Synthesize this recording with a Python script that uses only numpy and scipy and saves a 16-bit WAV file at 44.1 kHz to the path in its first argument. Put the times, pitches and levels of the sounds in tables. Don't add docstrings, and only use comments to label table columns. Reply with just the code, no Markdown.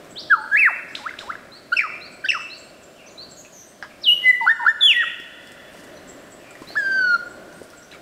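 import sys
import numpy as np
from scipy import signal
from scipy.fft import rfft, irfft
from scipy.io import wavfile
from scipy.ndimage import uniform_filter1d, minimum_filter1d, map_coordinates

SR = 44100
rng = np.random.default_rng(int(sys.argv[2]) if len(sys.argv) > 2 else 0)


def nominal_scale(level):
    x = np.asarray(level, float) / 20
    return 10 ** x


def file_out(sig):
    cols = np.atleast_2d(sig).T
    lim = np.clip(cols, -1, 1)
    pcm = np.round(lim * 32767).astype(np.int16)
    wavfile.write(sys.argv[1], SR, pcm)


N = 353241

# (time [s], pitch [Hz], level [dB])
DROP = [(.296, 1770, -38), (.306, 1667, -18.5), (.314, 1674, -14), (.338, 1374, -9), (.349, 1235, -14.5),
        (.358, 1125, -35), (.374, 898, -32.5), (.407, 853, -34.5), (.452, 925, -41)]
ARCH = [(.512, 1517, -32), (.535, 1685, -16), (.553, 1678, -15.5), (.587, 2600, -17.5), (.6, 2675, -15.5),
        (.666, 1783, -13), (.683, 1316, -14), (.692, 972, -29.5), (.718, 597, -42)]
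PIP = [(1.718, 1620, -33), (1.724, 1410, -21.5), (1.729, 1394, -17.5), (1.737, 1527, -18),
       (1.744, 1600, -27.5)]
CHOP = [(1.762, 3390, -41), (1.766, 2530, -27.5), (1.769, 2780, -18.5), (1.773, 2563, -14.5),
        (1.777, 2666, -18.5), (1.781, 2780, -20.5), (1.785, 2650, -32.5)]
PIP_UP = [(2.237, 2080, -49), (2.242, 1670, -32), (2.248, 1516, -22.5), (2.256, 1547, -27),
          (2.263, 1845, -23.5), (2.2665, 1980, -22)]
CHOP_HIGH = [(2.282, 4640, -37.5), (2.286, 3320, -29), (2.289, 2550, -16.5), (2.293, 2996, -17),
             (2.297, 2650, -16.5), (2.302, 2663, -21), (2.306, 2666, -9.5), (2.309, 2730, -24)]
PLUNGE = [(4.014, 4860, -47), (4.028, 5850, -53), (4.043, 3920, -26), (4.053, 3510, -27.5),
          (4.07, 3026, -19.5), (4.089, 2870, -9), (4.11, 2851, -14.5), (4.121, 2938, -10.5),
          (4.146, 2977, -20)]
SWELL = [(4.215, 2006, -53.5), (4.246, 2037, -23.5), (4.268, 2018, -13), (4.308, 1991, -4.5),
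         (4.325, 1977, -21), (4.343, 1978, -7.5), (4.353, 1970, -33.5)]
SLIDE = [(4.803, 4156, -47), (4.811, 3637, -17.5), (4.82, 3475, -16), (4.862, 3412, -9), (4.874, 3170, -12),
         (4.907, 2773, -10), (4.92, 2530, -13.5), (4.933, 2166, -21.5), (4.941, 1960, -19)]
STEP = [(4.938, 1917, -29), (4.969, 1946, -15.5), (5.012, 1850, -16.5), (5.025, 1713, -23.5),
        (5.038, 1335, -23.5), (5.045, 1250, -38)]
LONG = [(6.757, 1266, -23), (6.761, 1535, -26.5), (6.772, 1745, -18), (6.82, 1610, -25.5),
        (6.87, 1575, -22), (6.966, 1554, -21), (7.05, 1478, -19), (7.15, 1402, -16.5), (7.17, 1300, -38)]
# (time from note start [s], pitch [Hz], level [dB])
ZIP = [(0, 1865, -43), (.0025, 2580, -27.5), (.005, 3930, -23), (.0075, 4480, -35)]
SCOOP = [(0, 1810, -42), (.018, 1301, -44.5), (.041, 847, -45.5), (.066, 827, -47.5), (.092, 1072, -38),
         (.106, 1360, -24.5), (.116, 1740, -36), (.124, 1952, -43.5), (.134, 2160, -25)]
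TAIL = [(0, 2167, -29.5), (.007, 1765, -24.5), (.016, 1586, -31.5), (.028, 1323, -22), (.049, 1170, -27),
        (.066, 823, -44)]
GRIP = [(0, 1103, -36), (.013, 920, -22.5), (.024, 911, -24.5), (.042, 903, -25), (.055, 752, -32),
        (.059, 1000, -27.5), (.063, 1457, -17), (.068, 1413, -26)]
LEAP = [(0, 1428, -16.5), (.005, 1406, -6), (.016, 1613, -12), (.028, 1806, -6), (.053, 1838, -13.5),
        (.061, 1860, -21.5), (.07, 1770, -38)]
CLEAN, HAZY, HUSKY, HOARSE = .1, .25, .5, .95
ONCE = [(DROP, (-29, -51, -50, -45, CLEAN)), (ARCH, (-38.5, -49, -39.5, -46, HUSKY)),
        (PLUNGE, (-39, -37, -42, -53, CLEAN)), (SWELL, (-47, -51.5, -55.5, -50, CLEAN)),
        (SLIDE, (-32.5, -37, -45, -50.5, CLEAN)), (STEP, (-40, -46, -55, -59.5, HUSKY)),
        (LONG, (-33, -29, -37, -48.5, CLEAN)), (PIP, (-21.5, -31, -48, -39, CLEAN)),
        (PIP_UP, (-17, -23.5, -39.5, -35, CLEAN)), (CHOP, (-13, -32.5, -44, -53, CLEAN)),
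        (CHOP_HIGH, (-13.5, -32.5, -47, -60, HAZY))]
# (shape, voice, first start [s], repeat (start [s], stretch [ratio], pitch [ratio], level [dB]))
AGAIN = [
    (ZIP, (-35, -48, -42, -49, HUSKY), .9495, (1.1865, .96, .98, -4)),
    (SCOOP, (-35, -46, -52, -56, HUSKY), .962, (1.205, .92, .97, 0)),
    (TAIL, (-26, -48, -56, -60, HUSKY), 1.813, (2.328, .86, 1.01, -1.5)),
    (GRIP, (-32, -46, -42, -41, HUSKY), 4.405, (4.591, 1.02, 1.044, -2.5)),
    (LEAP, (-34, -43, -43, -52, CLEAN), 4.472, (4.662, .87, .98, -1)),
]
# (time [s], length [s], from [Hz], to [Hz],
# level [dB])
STUTTER = [(1.783, 0.013, 2600, 2330, -17.5), (1.7915, 0.0045, 2400, 2350, -5),
           (1.798, 0.0075, 2560, 2250, -13.5), (1.805, 0.0049, 2055, 1990, -18.5),
           (1.808, 0.0044, 1990, 2150, -15.5), (2.312, 0.0081, 1870, 2150, -23),
           (2.316, 0.0088, 2124, 2540, -18.5), (6.754, 0.0043, 1500, 1180, -25)]
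STUTTER_VOICE = (-30, -36, -53, -58.5, HOARSE)
# (centre [Hz], width [ratio], lift [dB])
THROAT = [(3380, 0.1, 5.5), (4348, 0.15, 10.5), (11500, .16, 5.5)]
# (time [s], peak level [dB], pitch [Hz])
CLICKS = [(.9103, -34, 1740), (1.0934, -29, 1940), (1.1091, -28, 1500), (1.1389, -28, 1650),
          (1.3314, -32, 1350), (1.3538, -26, 1640), (1.9003, -25, 1420), (2.395, -33, 1250),
          (2.408, -31, 1400)]
# (time [s], peak level [dB], pitch [Hz])
BILL = [(.9505, -34, 4930), (.952, -41, 7930), (.953, -35, 3584), (1.1875, -38.5, 5100),
        (1.189, -40.5, 7540), (1.19, -38, 3700), (.885, -47, 5150)]
# (time [s], level [dB])
TURNED = [(0, 2), (.3, 0), (0.621, 0.5), (.9, -2), (1.5, 0), (1.7, 0.5), (2.501, 0.5), (3.901, 0),
          (6.502, 0), (6.7, -2)]
# (frequency [Hz], level [dB])
SPRAY = [(2800, -1), (4000, 2), (6000, 8.5), (12000, 10.5)]

# (frequency [Hz], t60 [s])
FERNS = [(700, 0.031), (3000, 0.18), (10000, 0.12)]
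TRUNKS = [(700, 0.93), (1500, 0.59), (2500, 0.92), (4000, 0.63), (6000, 0.63), (10000, 0.6)]
HILL = [(700, 6.6), (1800, 4.96), (3500, 2.78), (6000, 2.4), (10000, 1.3)]

# (time [s], level [dB])
WHISTLES = [(1.516, -52), (2.009, -49), (2.498, -46.5), (3.176, -45.5), (6.671, -50)]
# (time [s], pitch [Hz], level [dB])
WHISTLE = [(0, 3727, -2), (.01, 4090, -2), (.033, 4234, -1.5), (.048, 4570, -4.5), (.066, 4530, -10)]
# (time [s], level [dB], pitch [Hz])
CHIPS = [(0.104, -49, 7590), (.41, -54.5, 8230), (.92, -57, 7600), (1.545, -62, 7980), (2.121, -52.5, 7800),
         (2.409, -53.5, 7550), (2.58, -47.5, 7460), (2.64, -57.5, 8230), (2.829, -51, 7280),
         (3.307, -46, 7400), (3.7, -61, 8300), (4.28, -47, 7440), (4.548, -53, 7470), (5.026, -58, 7350),
         (6.071, -58, 7460), (6.085, -46, 7440), (6.315, -48.5, 7640), (6.5, -62, 7670), (6.78, -49, 7580),
         (7.3, -52.5, 7660), (7.535, -57, 8370), (7.574, -58, 8460), (7.77, -50, 7540)]
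# (time [s], length [s], from [Hz], to [Hz], level [dB])
CLEAR = [(.155, 0.058, 2880, 5940, -34.5), (3.057, 0.023, 5430, 6370, -53), (3.068, 0.021, 6150, 6330, -52),
         (3.078, .027, 5100, 3690, -55), (3.1, 0.047, 5540, 6130, -68), (3.094, 0.055, 6800, 7000, -59),
         (5.946, 0.04, 5800, 6100, -57), (5.965, 0.018, 4520, 3820, -53), (7.246, 0.041, 7350, 7740, -59.5),
         (7.823, 0.014, 5300, 6320, -51), (7.836, 0.017, 6060, 6300, -57)]
BREATHY = [(2.95, 0.088, 3310, 2074, -55), (3.52, 0.034, 6950, 6440, -51.5), (3.66, 0.053, 8360, 8000, -60),
           (3.356, 0.074, 6340, 8000, -55.5), (3.36, 0.068, 6790, 6570, -48),
           (3.518, 0.15, 6390, 5980, -48.5), (6.39, 0.19, 2704, 2206, -55)]
# (time [s], length [s], from [Hz], to [Hz], level [dB])
HIDDEN = [
    (0.314, 0.071, 3900, 4760, -41.5),
    (2.974, .09, 2960, 2160, -51),
    (3.881, 0.04, 2900, 2060, -47),
]

# (time [s], peak level [dB], pitch [Hz])
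SNAP = [(3.8258, -17, 1640), (3.826, -29.5, 770), (3.826, -44, 4230), (3.826, -27.5, 5070),
        (3.836, -28, 1300), (3.845, -31, 1030)]
# (time [s], peak level [dB], pitch [Hz])
TWIGS = [(3.449, -39.5, 2600), (6.508, -43, 1380), (6.5535, -37.5, 1860), (6.621, -36, 1040),
         (7.6294, -48, 1450), (7.7338, -40.5, 1390), (7.913, -41, 2700), (7.9166, -36, 3900),
         (7.926, -39.5, 1700), (7.9364, -37.5, 2280), (7.9475, -41, 1330)]
# (time [s], peak level [dB], pitch [Hz])
TICKS = [(0.0473, -45, 5700), (4.9656, -35.5, 13000), (4.9666, -34.5, 9030), (5.201, -43, 5290),
         (5.4725, -40.5, 5210), (5.5193, -40, 8250), (6.508, -40.5, 7550), (6.6875, -39, 4570),
         (7.5266, -44, 6000), (7.631, -40.5, 8600), (7.7028, -40.5, 5500)]
# (time [s], peak level [dB], pitch [Hz])
THUDS = [(5.199, -34, 320), (6.618, -27, 316), (6.675, -37, 212), (6.704, -29, 665), (7.616, -26, 503)]
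# (time [s], length [s], level [dB])
STIRS = [
    (5.4, .1, -63),
    (5.7, .22, -57),
    (6.498, .24, -64),
    (7.503, .22, -60),
]
# (time [s], hum level [dB], rustle level [dB])
FOREST = [(0, -45, -58), (.71, -50, -63), (1.269, -47.5, -58), (1.56, -49, -77.5), (1.81, -50.5, -52),
          (1.92, -48, -73), (3.99, -49.5, -63), (4.3, -46.5, -49), (4.6, -49, -57), (4.78, -50, -56),
          (4.93, -52.5, -51.5), (5.15, -52, -67.5), (5.75, -47, -56.5), (6.5, -46.5, -60), (6.76, -46, -51),
          (6.98, -42.5, -56.5), (7.39, -45.5, -59.5), (8.01, -47.5, -60.5)]
# (frequency [Hz], density [dB per Hz])
STIRRED = [(2500, -20), (4500, 4.5), (8500, 4), (11000, -2.5), (15600, -9.5)]
HUM = [(12, -62.5), (23, -16.5), (81, -11.5), (287, -3), (332, -3.5), (409, -4), (436, -9.5), (610, 0),
       (908, -17.5), (988, -13), (1670, -15), (2540, -35), (3000, -29.5), (3900, -57.5), (6600, -120)]
RUSTLE = [(1180, -9.5), (2000, -1.5), (2240, -4), (2550, -6.5), (4160, -13.5), (7930, -19.5), (9180, -21.5),
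          (14900, -23.5), (15600, -32.5)]
HISS = [(1760, -26.5), (3000, 0.5), (5000, -2.5), (6600, -6.5), (7630, -4), (11000, -12), (15600, -15)]


def along(points, hz):
    f, v = np.transpose(points)
    return np.interp(np.log(hz + 1), np.log(f + 1), v)


def wobble(rate, n=N):
    return map_coordinates(rng.standard_normal(int(n * rate / SR) + 4), [np.arange(n) * rate / SR])


def add(track, s, sound):
    part = track[round(s * SR):][:len(sound)]
    part += sound[:len(part)]


def note(rows, voice, flutter):
    s, hz, db = np.transpose(rows)
    *overtones_db, hoarse = voice
    t = np.arange(s[0], s[-1], 1 / SR)
    n = len(t)
    hz = uniform_filter1d(np.interp(t, s, hz), size=min(90, n // 6), mode="nearest")
    hz *= 1 + flutter * wobble(90, n)
    hz *= 1 + .018 * hoarse ** 2 * wobble(350, n)
    db = uniform_filter1d(np.interp(t, s, db), size=70, mode="nearest")
    phase = 2 * np.pi * np.cumsum(hz) / SR

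    glide = uniform_filter1d(np.gradient(np.log(hz)) * SR, size=300, mode="nearest")
    falling, rising = np.clip(-glide, 0, 25), np.clip(glide, 0, 25)
    effort = np.clip(falling + .3 * rising - 1, 0, 4)
    strain = .1 * uniform_filter1d(effort, size=1500, mode="nearest")

    tone = np.sin(phase)
    for k in range(2, 10):
        level = overtones_db[min(k, 5) - 2] - 4.4 * max(k - 5, 0) + 1.87 * wobble(40.4, n)
        level += .22 * (db - db.max())
        level -= falling + .5 * (k > 3) * rising
        for centre_hz, width, lift_db in THROAT:
            level += lift_db * np.exp(-(np.log(k * hz / centre_hz) / width) ** 2)
        scatter_rad = (hoarse + strain) * (k - 1.2) * wobble(600, n)
        tone += nominal_scale(level) * (k * hz < SR / 2) * np.sin(k * phase + scatter_rad)

    ramp_s = min(.004, n / SR / 5)
    edge = np.clip(np.minimum(t - s[0], s[-1] - t) / ramp_s, 0, 1)
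    return np.sqrt(2) * nominal_scale(db) * edge * tone


def knocks(events, cycles, crack, smooth, rise=4):
    out, t = np.zeros(N), np.arange(SR // 20) / SR
    fade = nominal_scale(-60 * t / .009)
    for s, db, hz in events:
        ring = np.sin(2 * np.pi * hz * t) * nominal_scale(-60 * t * hz / cycles)
        ring *= 1 - np.exp(-t * hz * rise)
        noise = signal.lfilter(np.hanning(smooth + 2), 1, rng.standard_normal(len(t))) / np.sqrt(smooth)
        add(out, s, nominal_scale(db) * (1.77 * ring + crack * fade * noise))
    return out


def singer():
    out = knocks(CLICKS, cycles=30, crack=0.35, smooth=12, rise=1.2)
    notes = list(ONCE)
    for shape, voice, first, (s, stretch, ratio, db) in AGAIN:
        notes.append((np.add(shape, [first, 0, 0]), voice))
        notes.append((np.multiply(shape, [stretch, ratio, 1]) + [s, 0, db], voice))
    for s, length, from_hz, to_hz, db in STUTTER:
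        middle = (s + length / 2, np.sqrt(from_hz * to_hz), db)
        notes.append(([(s, from_hz, db - 6), middle, (s + length, to_hz, db - 3)], STUTTER_VOICE))
    for rows, voice in notes:
        sound = note(rows, voice, flutter=.0026)
        tremble_db = 1.12 * (1.08 + voice[-1]) * wobble(130.7, len(sound))
        add(out, rows[0][0], sound * nominal_scale(tremble_db))
    return out


def scatter(decays, delay):
    hz, t, z = signal.stft(rng.standard_normal(5 * SR // 2), SR, nperseg=256)
    tail = signal.istft(z * nominal_scale(-60 * t / along(decays, hz)[:, None]), SR, nperseg=256)[1]
    tail *= np.clip(np.arange(len(tail)) / SR / delay - 1, 0, 1)
    return tail / np.linalg.norm(tail)


def trunks(x, ferns_db, trunks_db):
    echoes = nominal_scale(ferns_db) * scatter(FERNS, delay=0.0017) + nominal_scale(trunks_db) * scatter(TRUNKS, delay=0.01)
    return x + signal.fftconvolve(x, echoes)[:N]


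def near_bird():
    bird = singer()
    sent = bird * nominal_scale(np.interp(np.arange(N) / SR, *np.transpose(TURNED)))
    sent = irfft(rfft(sent) * nominal_scale(along(SPRAY, np.fft.rfftfreq(N, 1 / SR))), N)
    near = bird + trunks(sent, ferns_db=-12, trunks_db=-12) - sent
    slope = nominal_scale(-30.5) * signal.fftconvolve(sent, scatter(HILL, delay=0.034))[:N]
    bill = trunks(knocks(BILL, cycles=17.4, crack=0.5, smooth=6), ferns_db=5, trunks_db=8.5)
    return near + slope + bill


def sweep(length, from_hz, to_hz, db, breath):
    n = max(int(length * SR), 8)
    hz = np.geomspace(from_hz, to_hz, n) * (1 + 0.045 * breath * wobble(1500, n))
    phase = 2 * np.pi * np.cumsum(hz) / SR
    octave = np.clip(breath - .55, 0, .15)
    swell = np.sin(np.pi * np.arange(n) / n) ** 0.8
    return np.sqrt(2) * nominal_scale(db) * swell * (np.sin(phase) + octave * np.sin(2 * phase))


def far_birds():
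    out = np.zeros(N)
    for s, db in WHISTLES:
        add(out, s, nominal_scale(db + 6.5) * note(WHISTLE, voice=(-48, -69, -74, -76, 0), flutter=.002))
    for s, db, hz in CHIPS:
        add(out, s, sweep(.01, 1.24 * hz, .68 * hz, db - 5, breath=.9))
        add(out, s + .006, sweep(.014, 1.02 * hz, .99 * hz, db, breath=.3))
        add(out, s + .017, sweep(.016, .99 * hz, 1.06 * hz, db - 4, breath=.3))
        add(out, s - .012, sweep(.014, 1.02 * hz, 1.08 * hz, db - 8, breath=.5))
    for calls, breath in ((CLEAR, .1), (BREATHY, .75)):
        for s, *call in calls:
            add(out, s, sweep(*call, breath * 6500 / call[1]))
    return out


def hidden():
    out = np.zeros(N)
    for s, *call in HIDDEN:
        add(out, s, sweep(*call, .3 * 6500 / call[1]))
    return trunks(out, ferns_db=-8, trunks_db=-3.5) - out


def litter():
    ticks = knocks(TICKS, cycles=22, crack=1.0, smooth=2)
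    ticks += knocks(TWIGS, cycles=34, crack=1.0, smooth=5)
    ticks += knocks(SNAP, cycles=15, crack=0.24, smooth=14, rise=1.0)
    ticks += knocks(THUDS, cycles=7.9, crack=.05, smooth=9)
    return trunks(nominal_scale(-1.5) * ticks, ferns_db=-1.5, trunks_db=-11.5)


def rush(spectrum, patchy_db):
    hz, _, z = signal.stft(rng.standard_normal(N + 2048), SR, nperseg=2048)
    field = uniform_filter1d(uniform_filter1d(rng.standard_normal(z.shape), 20, 0), 3, 1)
    gain_db = along(spectrum, hz)[:, None] + patchy_db * field / field.std()
    x = signal.istft(z * nominal_scale(gain_db), nperseg=2048)[1][:N]
    return x / x.std()


def stirred():
    t = np.arange(N) / SR
    swell = np.zeros(N)
    for s, length, db in STIRS:
        swell += nominal_scale(db) * np.sin(np.pi * np.clip((t - s) / length, 0, 1)) ** .7
    return swell * nominal_scale(2.5 * wobble(70)) * rush(STIRRED, patchy_db=1)


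def forest():
    s, hum_db, rustle_db = np.transpose(FOREST)
    t = np.arange(N) / SR
    hum = nominal_scale(np.interp(t, s, hum_db) + 1.2 * wobble(4.4)) * rush(HUM, patchy_db=0.66)
    gusts_db = .9 * wobble(14)
    leaves = nominal_scale(np.interp(t, s, rustle_db) + 3 + gusts_db) * rush(RUSTLE, patchy_db=.6)
    return hum + leaves + nominal_scale(-59.5) * rush(HISS, patchy_db=0)


def scene():
    far = trunks(far_birds(), ferns_db=-5.5, trunks_db=-3)
    return (near_bird() + far + hidden() + litter() + stirred() + forest())[None]


def band_limit(x):
    return signal.sosfilt(signal.butter(12, 15800, fs=SR, output="sos"), x)


def record(dry):
    knee_db, squeeze, hold_s, recover_db_per_s = -6, 0.83, 0.087, 59.5
    ceiling, top_hz = .56, 15750
    sound = dry * nominal_scale(1.5)

    half = round(hold_s * SR / 2)
    peak = -minimum_filter1d(-abs(sound), size=2 * half + 1, origin=half - 40)
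    cut_db = squeeze * np.clip(20 * np.log10(peak + 1e-9) - knee_db, 0, None)
    ramp_db = recover_db_per_s * np.arange(N) / SR
    cut_db = np.maximum.accumulate(cut_db + ramp_db, axis=1) - ramp_db
    sound = sound * nominal_scale(-uniform_filter1d(cut_db, size=60))

    needed = minimum_filter1d(np.minimum(1, ceiling / (abs(sound) + 1e-9)), size=400)
    sound = sound * uniform_filter1d(needed, size=200)
    sound = irfft(rfft(sound) * (np.fft.rfftfreq(N, 1 / SR) < top_hz), N)
    return band_limit(sound)


dry = scene()
out = record(dry)
file_out(out)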